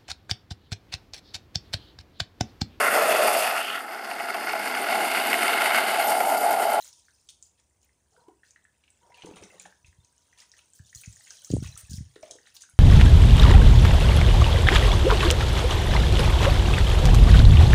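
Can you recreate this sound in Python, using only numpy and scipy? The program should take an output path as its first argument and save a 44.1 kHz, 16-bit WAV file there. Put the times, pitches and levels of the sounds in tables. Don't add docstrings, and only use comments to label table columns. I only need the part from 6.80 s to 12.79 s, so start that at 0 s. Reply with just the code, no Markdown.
import sys
import numpy as np
from scipy import signal
from scipy.fft import rfft, irfft, next_fast_len
from scipy.io import wavfile
from scipy.ndimage import uniform_filter1d

SR = 44100
rng = np.random.default_rng(int(sys.argv[2]) if len(sys.argv) > 2 else 0)


def put_to_file(sound):
    columns = np.atleast_2d(sound).T
    safe = np.clip(columns, -1, 1)
    whole_steps = np.round(safe * 32767)
    wavfile.write(sys.argv[1], SR, whole_steps.astype(np.int16))


N = 264159
T = np.arange(N) / SR

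# t/s, f/Hz, level/dB
DROP_IMPACTS = [(0.0461, 7400, -39), (.078, 6460, -46), (.1294, 5340, -45), (0.1966, 5300, -50),
                (.353, 6900, -61), (.4887, 5700, -42), (0.6262, 7100, -37.5), (.799, 6600, -55),
                (1.0166, 6700, -60), (1.031, 6800, -56), (1.708, 6570, -47), (1.8422, 7940, -55.5),
                (2.1036, 8300, -50.5), (2.6373, 5960, -42.5), (2.798, 7060, -36.5), (3.2478, 6460, -49.5),
                (3.3803, 6500, -54), (3.603, 5140, -41.5), (3.7174, 5500, -43.5), (3.935, 7600, -45.5),
                (4.1499, 6500, -34.5), (4.1577, 6700, -36.5), (4.214, 9160, -41.5), (4.26, 6260, -37),
                (4.327, 7550, -42), (4.5062, 5990, -33.5), (4.6475, 6360, -33), (4.715, 6700, -31.5),
                (4.7417, 9100, -37), (4.766, 8140, -42), (4.976, 8500, -33.5), (5.1087, 7200, -39),
                (5.1329, 4670, -36.5), (5.358, 3780, -48.5), (5.4283, 5650, -44.5), (5.5109, 6480, -32.5),
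                (5.7665, 4380, -38), (5.8207, 6450, -33), (5.8978, 10500, -40.5)]
# t/s, f/Hz, level/dB
PUDDLE_BUBBLES = [(.2848, 1634, -54), (.4903, 3460, -44), (1.0932, 1980, -66), (1.366, 1435, -57),
                  (1.6346, 1780, -49.5), (1.7616, 1860, -48.5), (1.8525, 1750, -51.5), (2.039, 2690, -54),
                  (2.079, 2670, -55), (2.3215, 2020, -51), (2.4217, 2950, -39), (2.571, 2040, -50),
                  (2.6264, 2330, -53), (2.8552, 1720, -45.5), (2.9256, 1660, -53), (3.047, 2560, -50.5),
                  (3.074, 2200, -59.5), (3.1289, 1870, -57.5), (3.5298, 1910, -53), (3.7394, 1850, -52),
                  (3.7906, 2810, -50), (3.9947, 1660, -55.5), (4.13, 1870, -48.5), (4.2369, 2460, -42.5),
                  (4.2485, 2090, -48), (4.368, 1830, -58.5), (4.4093, 1900, -51), (4.472, 2080, -47.5),
                  (4.508, 1540, -47), (4.7173, 3230, -43.5), (4.8621, 2360, -48), (4.9663, 1260, -49.5),
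                  (5.186, 1950, -56), (5.3625, 1890, -50.5), (5.431, 2260, -48.5), (5.5874, 1800, -52),
                  (5.6718, 1780, -48.5), (5.8378, 1570, -47.5), (5.8906, 1440, -55.5)]
# t/s, f/Hz, level/dB, rise/cycles
AIR_POCKETS = [(1.4855, 380, -51, 1.54), (1.487, 993, -51, 4), (2.4364, 775, -41, 0.58),
               (2.4479, 388, -42.5, 0.93), (2.492, 860, -48, 2.05), (2.4916, 334, -46.5, 0.63),
               (2.512, 298, -40.5, 0.29), (2.54, 186, -57, 1.8), (2.569, 1020, -40, 0.77),
               (2.6261, 400, -48.5, 1.4), (2.645, 200, -57.5, 2.5), (2.7541, 416, -58.5, 1.3),
               (2.8588, 784, -43, 1.7), (5.3629, 422, -46.5, 1.2), (5.435, 635, -38, 3.16),
               (5.5073, 626, -45.5, 1.33), (5.5189, 510, -51.5, 0.8), (5.5564, 484, -50.5, 1.72)]
# t/s, f/Hz, level/dB
LOW_BLOWS = [(2.612, 110, -55.5), (3.046, 88.5, -57), (3.0848, 72, -54), (3.1882, 98, -54),
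             (4.0015, 113, -44.5), (4.1601, 86, -49.5), (4.278, 126, -37.5), (4.704, 318, -25),
             (4.7107, 140, -26.5), (4.727, 260, -28), (4.7376, 233, -12), (4.7447, 228, -21),
             (4.7674, 422, -20.5), (4.7534, 140, -31), (4.7833, 190, -31), (4.805, 128, -33.5),
             (4.826, 201, -26), (4.8547, 94, -37), (4.8887, 90, -42), (4.948, 92, -48), (5.0368, 79, -49.5),
             (5.0977, 105, -39), (5.116, 130, -34), (5.1399, 130, -31), (5.183, 111, -35),
             (5.209, 128, -31.5), (5.939, 75, -55)]
# t/s, duration/s, ground patter level/dB, standing-water splash level/dB, mist level/dB
WATER_SHEETS = [(0, 0.09, -53, -56, -57.5), (.13, 0.068, -65.5, -83, -93), (.488, 0.016, -47.5, -71, -69),
                (.628, 0.048, -68.5, -80, -80), (.775, 0.024, -82, -63, -88), (1.02, 0.038, -78, -69, -76),
                (1.305, 0.12, -73, -86, -90), (1.64, 0.075, -64, -71, -86), (2.34, .1, -65, -52, -97),
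                (2.455, 0.019, -50.5, -65, -88), (2.557, .025, -54.5, -47.5, -89),
                (2.62, 0.024, -57, -52, -88), (2.795, 0.028, -53, -54, -75),
                (2.853, 0.012, -55, -51.5, -86), (2.895, 0.02, -82, -64, -88),
                (3.06, 0.019, -58.5, -75, -82), (3.575, 0.057, -57.5, -54, -79),
                (3.765, 0.027, -59, -56.5, -78), (3.94, 0.042, -62, -75, -61),
                (4.055, 0.044, -59, -78, -78), (4.146, 0.076, -55, -70, -57.5),
                (4.24, 0.021, -61, -69, -80), (4.46, 0.11, -62, -60, -76), (4.635, 0.022, -68, -63, -59),
                (4.699, 0.016, -47, -52, -59), (4.825, 0.052, -48.5, -45.5, -66),
                (4.972, 0.035, -52.5, -56, -50), (5.095, 0.08, -47, -75, -56.5),
                (5.357, 0.011, -61, -52, -84), (5.43, 0.053, -62.5, -55, -81),
                (5.508, 0.005, -42, -49, -69), (5.655, 0.039, -61.5, -57.5, -83),
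                (5.742, 0.028, -53, -58.5, -57), (5.805, .03, -50.5, -64, -66)]
# t/s, ground patter level/dB, standing-water splash level/dB
RUNOFF = [(0.0, -53.5, -74), (0.2, -63, -69.5), (0.5, -66.5, -79), (0.82, -75, -80.5), (1.88, -77, -74),
          (2.37, -66.5, -67.5), (2.5, -65, -56.5), (2.74, -58.5, -54), (3.04, -71.5, -80),
          (3.6, -65, -67.5), (4.02, -64, -75), (4.34, -53, -65.5), (4.97, -52, -57), (5.25, -63.5, -67),
          (5.62, -63, -64.5), (5.99, -67, -69)]
# t/s, duration/s, level/dB
DIPPER_STROKES = [(1.31, 0.048, -58.5), (1.37, 0.14, -57.5), (2.22, 0.17, -55), (2.432, 0.079, -39.5),
                  (2.55, 0.11, -49.5), (2.67, 0.21, -51), (5.42, 0.12, -51)]
# t/s, duration/s, level/dB
HOLLOW_SWELLS = [(0, 0.19, -73.5), (1.36, 0.12, -58), (2.2, 0.38, -57), (2.86, 1, -78.5)]

# f/Hz, level/dB
YARD_EQ = [(20, -12.5), (40, -3), (70, 15), (150, 2), (400, -3), (950, -8), (1400, -14), (4000, -24.5),
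           (9000, -9.5), (16000, -17.5)]
PATTER_EQ = [(1500, -38), (2800, -18), (4200, -11.5), (5300, -7.5), (6500, -0.5), (7800, -7.5),
             (9200, -1.5), (11500, -5.5), (16000, -14)]
PUDDLE_EQ = [(150, -22), (600, -6.5), (1100, -4.5), (1800, 5.5), (2800, 8.5), (4000, 5.5), (6000, -42)]
WASH_EQ = [(200, -20), (700, -5.5), (1500, -5), (2800, 7), (4200, 4.5), (7000, -22)]
WALL_EQ = [(60, -40), (250, 1), (600, -8), (1500, -6), (4000, -5.5), (16000, -6)]
TUB_EQ = [(100, 13), (180, -8.5), (260, -32), (450, -3), (700, 1.5), (980, -4.5), (1300, -5.5),
          (2200, -22.5)]
POCKET_SPLASH_EQ = [(150, 12), (1000, 6), (2000, -7), (4500, -9.5), (9000, -10), (16000, -12)]
MICROPHONE_EQ = [(20, -5), (9000, 0), (10500, -9.5), (12300, -17), (14000, -16.5), (15200, -1),
                 (16000, -28)]


def undb(db):
    return 10 ** (np.asarray(db) / 20)


def add(out, start_s, sound):
    i = int(np.clip(start_s * SR, 0, N - 1))
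    out[i:i + len(sound)] += sound[:N - i]


def colour(x, response):
    size = next_fast_len(N + 8192)
    hz, db = np.transpose(response)
    log_hz = np.log(np.maximum(np.arange(size // 2 + 1) * SR / size, 1))
    cepstrum = irfft(np.log(undb(np.interp(log_hz, np.log(hz), db))), size)
    cepstrum[1:size // 2] *= 2
    cepstrum[size // 2 + 1:] = 0
    return irfft(rfft(x, size) * np.exp(rfft(cepstrum)), size)[:N]


def resonate(x, hz, width_hz):
    b, a = signal.iirpeak(min(hz, SR / 3), hz / width_hz, fs=SR)
    return signal.lfilter(b, a, signal.lfilter(b, a, x))


def unit_rms(x, span_s):
    return x / np.sqrt(np.maximum(uniform_filter1d(x ** 2, int(span_s * SR)), 1e-18))


def blip(hz, rise_s, glide, phase, order=2):
    age = np.arange(int(10 * rise_s * SR) + 2) / (rise_s * SR)
    cycles = hz * rise_s * (age + glide * age ** 2 / 2)
    envelope = (age * np.exp(1 - age)) ** order
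    return envelope * np.sin(2 * np.pi * (cycles + phase))


def grains(low_hz, high_hz, cycles, spread_db, glide, count):
    out = np.zeros(N)
    for when, pitch, size, phase, life in rng.random((count, 5)):
        hz = low_hz * (high_hz / low_hz) ** pitch
        rise_s = cycles * 2 ** (2 * life - 1) / hz
        db = -spread_db * np.log(1 - size)
        add(out, when * N / SR, undb(db) * blip(hz, rise_s, glide, phase))
    return out


def surges(table, column, attack_s, release_s):
    out = np.zeros(N)
    t = T[:SR]
    for row in table:
        start_s, duration_s = row[:2]
        shape = np.minimum(t / attack_s, 1) * np.exp(-np.maximum(t - duration_s, 0) / release_s)
        add(out, start_s, undb(row[column]) * shape)
    return out


def runoff_envelope(column):
    columns = np.transpose(RUNOFF)
    return undb(np.interp(T, columns[0], columns[column]))


def yard_air(gain_db):
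    air = colour(rng.standard_normal(N), YARD_EQ)
    return undb(gain_db) * air / np.std(air)


def falling_water(drops_db, patter_db, wash_db, puddle_db):
    fizz = grains(2790, 15000, cycles=1.11, spread_db=-1, glide=0, count=7000)
    drops = grains(3000, 11000, cycles=6, spread_db=4.2, glide=.01, count=3400)
    splash = grains(450, 4300, cycles=3.6, spread_db=3.3, glide=.01, count=4000)
    fizz = unit_rms(colour(fizz, PATTER_EQ), span_s=.039)
    drops = unit_rms(colour(drops, PATTER_EQ), span_s=.056)
    splash = unit_rms(colour(splash, PUDDLE_EQ), span_s=.063)
    wash = unit_rms(colour(rng.standard_normal(N), WASH_EQ), span_s=.026)
    on_ground, in_water = (surges(WATER_SHEETS, k, attack_s=.002, release_s=.0063) for k in (2, 3))
    ground_sheets = undb(patter_db) * (fizz + undb(drops_db) * drops) * on_ground
    puddle_sheets = (undb(puddle_db) * splash + undb(wash_db) * wash) * in_water
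    ground_trickle = (undb(-9) * fizz + undb(-6.5) * drops) * runoff_envelope(column=1)
    puddle_trickle = undb(-7) * splash * runoff_envelope(column=2)
    return ground_sheets + puddle_sheets + ground_trickle + puddle_trickle


def mist(gain_db):
    prickle = grains(10500, 17000, cycles=2, spread_db=4.3, glide=0, count=12000)
    from_sheets = surges(WATER_SHEETS, column=4, attack_s=.002, release_s=.007)
    from_runoff = undb(-17.5) * runoff_envelope(column=1)
    return undb(gain_db) * unit_rms(prickle, span_s=.13) * (from_sheets + from_runoff)


def hollow_tone(rest_db, gain_db):
    ring = resonate(rng.standard_normal(N), hz=960, width_hz=70)
    swells = surges(HOLLOW_SWELLS, column=2, attack_s=.049, release_s=.02)
    return undb(gain_db) * unit_rms(ring, span_s=.26) * (swells + undb(rest_db))


def wall_echoes(x, t60_s, onset_s, gain_db):
    t = T[:SR // 2]
    build_up = np.clip(t / onset_s - .5, 0, 1)
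    impulse_response = rng.standard_normal(len(t)) * np.exp(-np.log(1000) * t / t60_s) * build_up
    impulse_response /= np.linalg.norm(impulse_response)
    return undb(gain_db) * colour(signal.fftconvolve(x, impulse_response)[:N], WALL_EQ)


def drop_ticks(burst_s, snap_db, crack_db, scatter_db, scatter_s, width_hz):
    out = np.zeros(N)
    t = T[:4096]
    for s, hz, db in DROP_IMPACTS:
        noise = rng.standard_normal((3, len(t)))
        snap = undb(snap_db) * blip(hz, burst_s, glide=0, phase=rng.random())
        crack = undb(crack_db) * np.diff(noise[2] * np.exp(-t / burst_s), prepend=0)
        scatter = noise[0] * noise[1] * np.exp(-t / scatter_s)
        droplets = undb(scatter_db) * resonate(scatter, hz, width_hz)
        for part in snap, crack, droplets:
            add(out, s - burst_s, undb(db) * part)
    return out


def puddle_plips(cycles, glide, bubble_db, splash_db, splash_s):
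    out = np.zeros(N)
    t = T[:SR // 10]
    for s, hz, db in PUDDLE_BUBBLES:
        rise_s = cycles * (.75 + .5 * rng.random()) / hz
        bubble = blip(hz * (1 - glide), rise_s, glide, rng.random())
        burst = rng.standard_normal(len(t)) * np.exp(-t / splash_s)
        splash = resonate(burst, .94 * hz, width_hz=.69 * hz)
        add(out, s - rise_s, undb(db + bubble_db) * bubble)
        add(out, s - rise_s / 2, undb(db + splash_db) * splash)
    return out


def dipper_swirl(gain_db):
    crowd = grains(170, 1600, cycles=2.6, spread_db=2.8, glide=.03, count=2200)
    bubbles = unit_rms(colour(crowd, TUB_EQ), span_s=.14)
    strokes = surges(DIPPER_STROKES, column=2, attack_s=.0042, release_s=.012)
    return undb(gain_db) * bubbles * strokes


def tub_glugs(glide, ring_db, splash_db, splash_s):
    rings, splashes = np.zeros(N), np.zeros(N)
    t = T[:SR // 10]
    for s, hz, db, cycles in AIR_POCKETS:
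        rise_s = cycles / hz
        add(rings, s - rise_s, undb(db) * blip(hz * (1 - glide), rise_s, glide, rng.random()))
        burst = rng.standard_normal(len(t)) * np.exp(-t / splash_s)
        add(splashes, s - rise_s, undb(db + splash_db) * burst)
    rings = colour(rings, [(40, 2), (180, 5.5), (2000, -7.5)])
    return undb(ring_db) * rings + colour(splashes, POCKET_SPLASH_EQ)


def water_thumps(cycles, sag, slap_db, slap_ratio, rumble_hz, rumble_s, rumble_db, gain_db):
    blows, rumble_power = np.zeros(N), np.zeros(N)
    power_decay = np.exp(-2 * T[:SR // 2] / rumble_s)
    for s, hz, db in LOW_BLOWS:
        rise_s = cycles / hz
        swing = blip(hz, rise_s, -sag, phase=-cycles, order=4)
        slap = blip(hz * slap_ratio, rise_s / 2, -sag, phase=rng.random(), order=4)
        add(blows, s - rise_s, undb(db) * swing)
        add(blows, s - rise_s / 2, undb(db + slap_db) * slap)
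        drive = undb(db) * min(rumble_hz / hz, 1)
        add(rumble_power, s, drive ** 2 * power_decay)
    rumble = unit_rms(resonate(rng.standard_normal(N), rumble_hz, width_hz=46.5), span_s=.055)
    blows += undb(rumble_db) * rumble * uniform_filter1d(np.sqrt(rumble_power), size=300)
    bass_eq = [(20, -15.5), (60, 11), (150, 5), (600, -2.5), (1000, -9), (2000, -28.5), (5000, -53)]
    return undb(gain_db) * colour(blows, bass_eq)


def scene():
    ticks = drop_ticks(burst_s=.00051, snap_db=2.5, crack_db=-26.5,
                       scatter_db=2, scatter_s=.0046, width_hz=3540)
    plips = puddle_plips(cycles=2.83, glide=.0294, bubble_db=3, splash_db=4.5, splash_s=.0063)
    glugs = tub_glugs(glide=.0024, ring_db=6, splash_db=-3, splash_s=.0048)
    swirl = dipper_swirl(gain_db=-9)
    hollow = hollow_tone(rest_db=-86, gain_db=-4.5)
    spray = falling_water(drops_db=-3.5, patter_db=-5.5, wash_db=-12, puddle_db=-10.5)
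    direct = ticks + plips + glugs + swirl + hollow + spray
    echoes = wall_echoes(direct, t60_s=.27, onset_s=.00025, gain_db=1.5)
    thumps = water_thumps(cycles=.51, sag=.067, slap_db=-15.5, slap_ratio=1.3,
                          rumble_hz=101.9, rumble_s=.041, rumble_db=-15, gain_db=4)
    return (direct + echoes + thumps + mist(gain_db=7.5) + yard_air(gain_db=-69.5))[None]


def record(dry):
    sound = colour(dry[0], MICROPHONE_EQ)[None]
    cutoff_hz = 16100
    return signal.sosfilt(signal.ellip(10, .2, 70, cutoff_hz, fs=SR, output="sos"), sound)


dry = scene()
out = record(dry)
put_to_file(out)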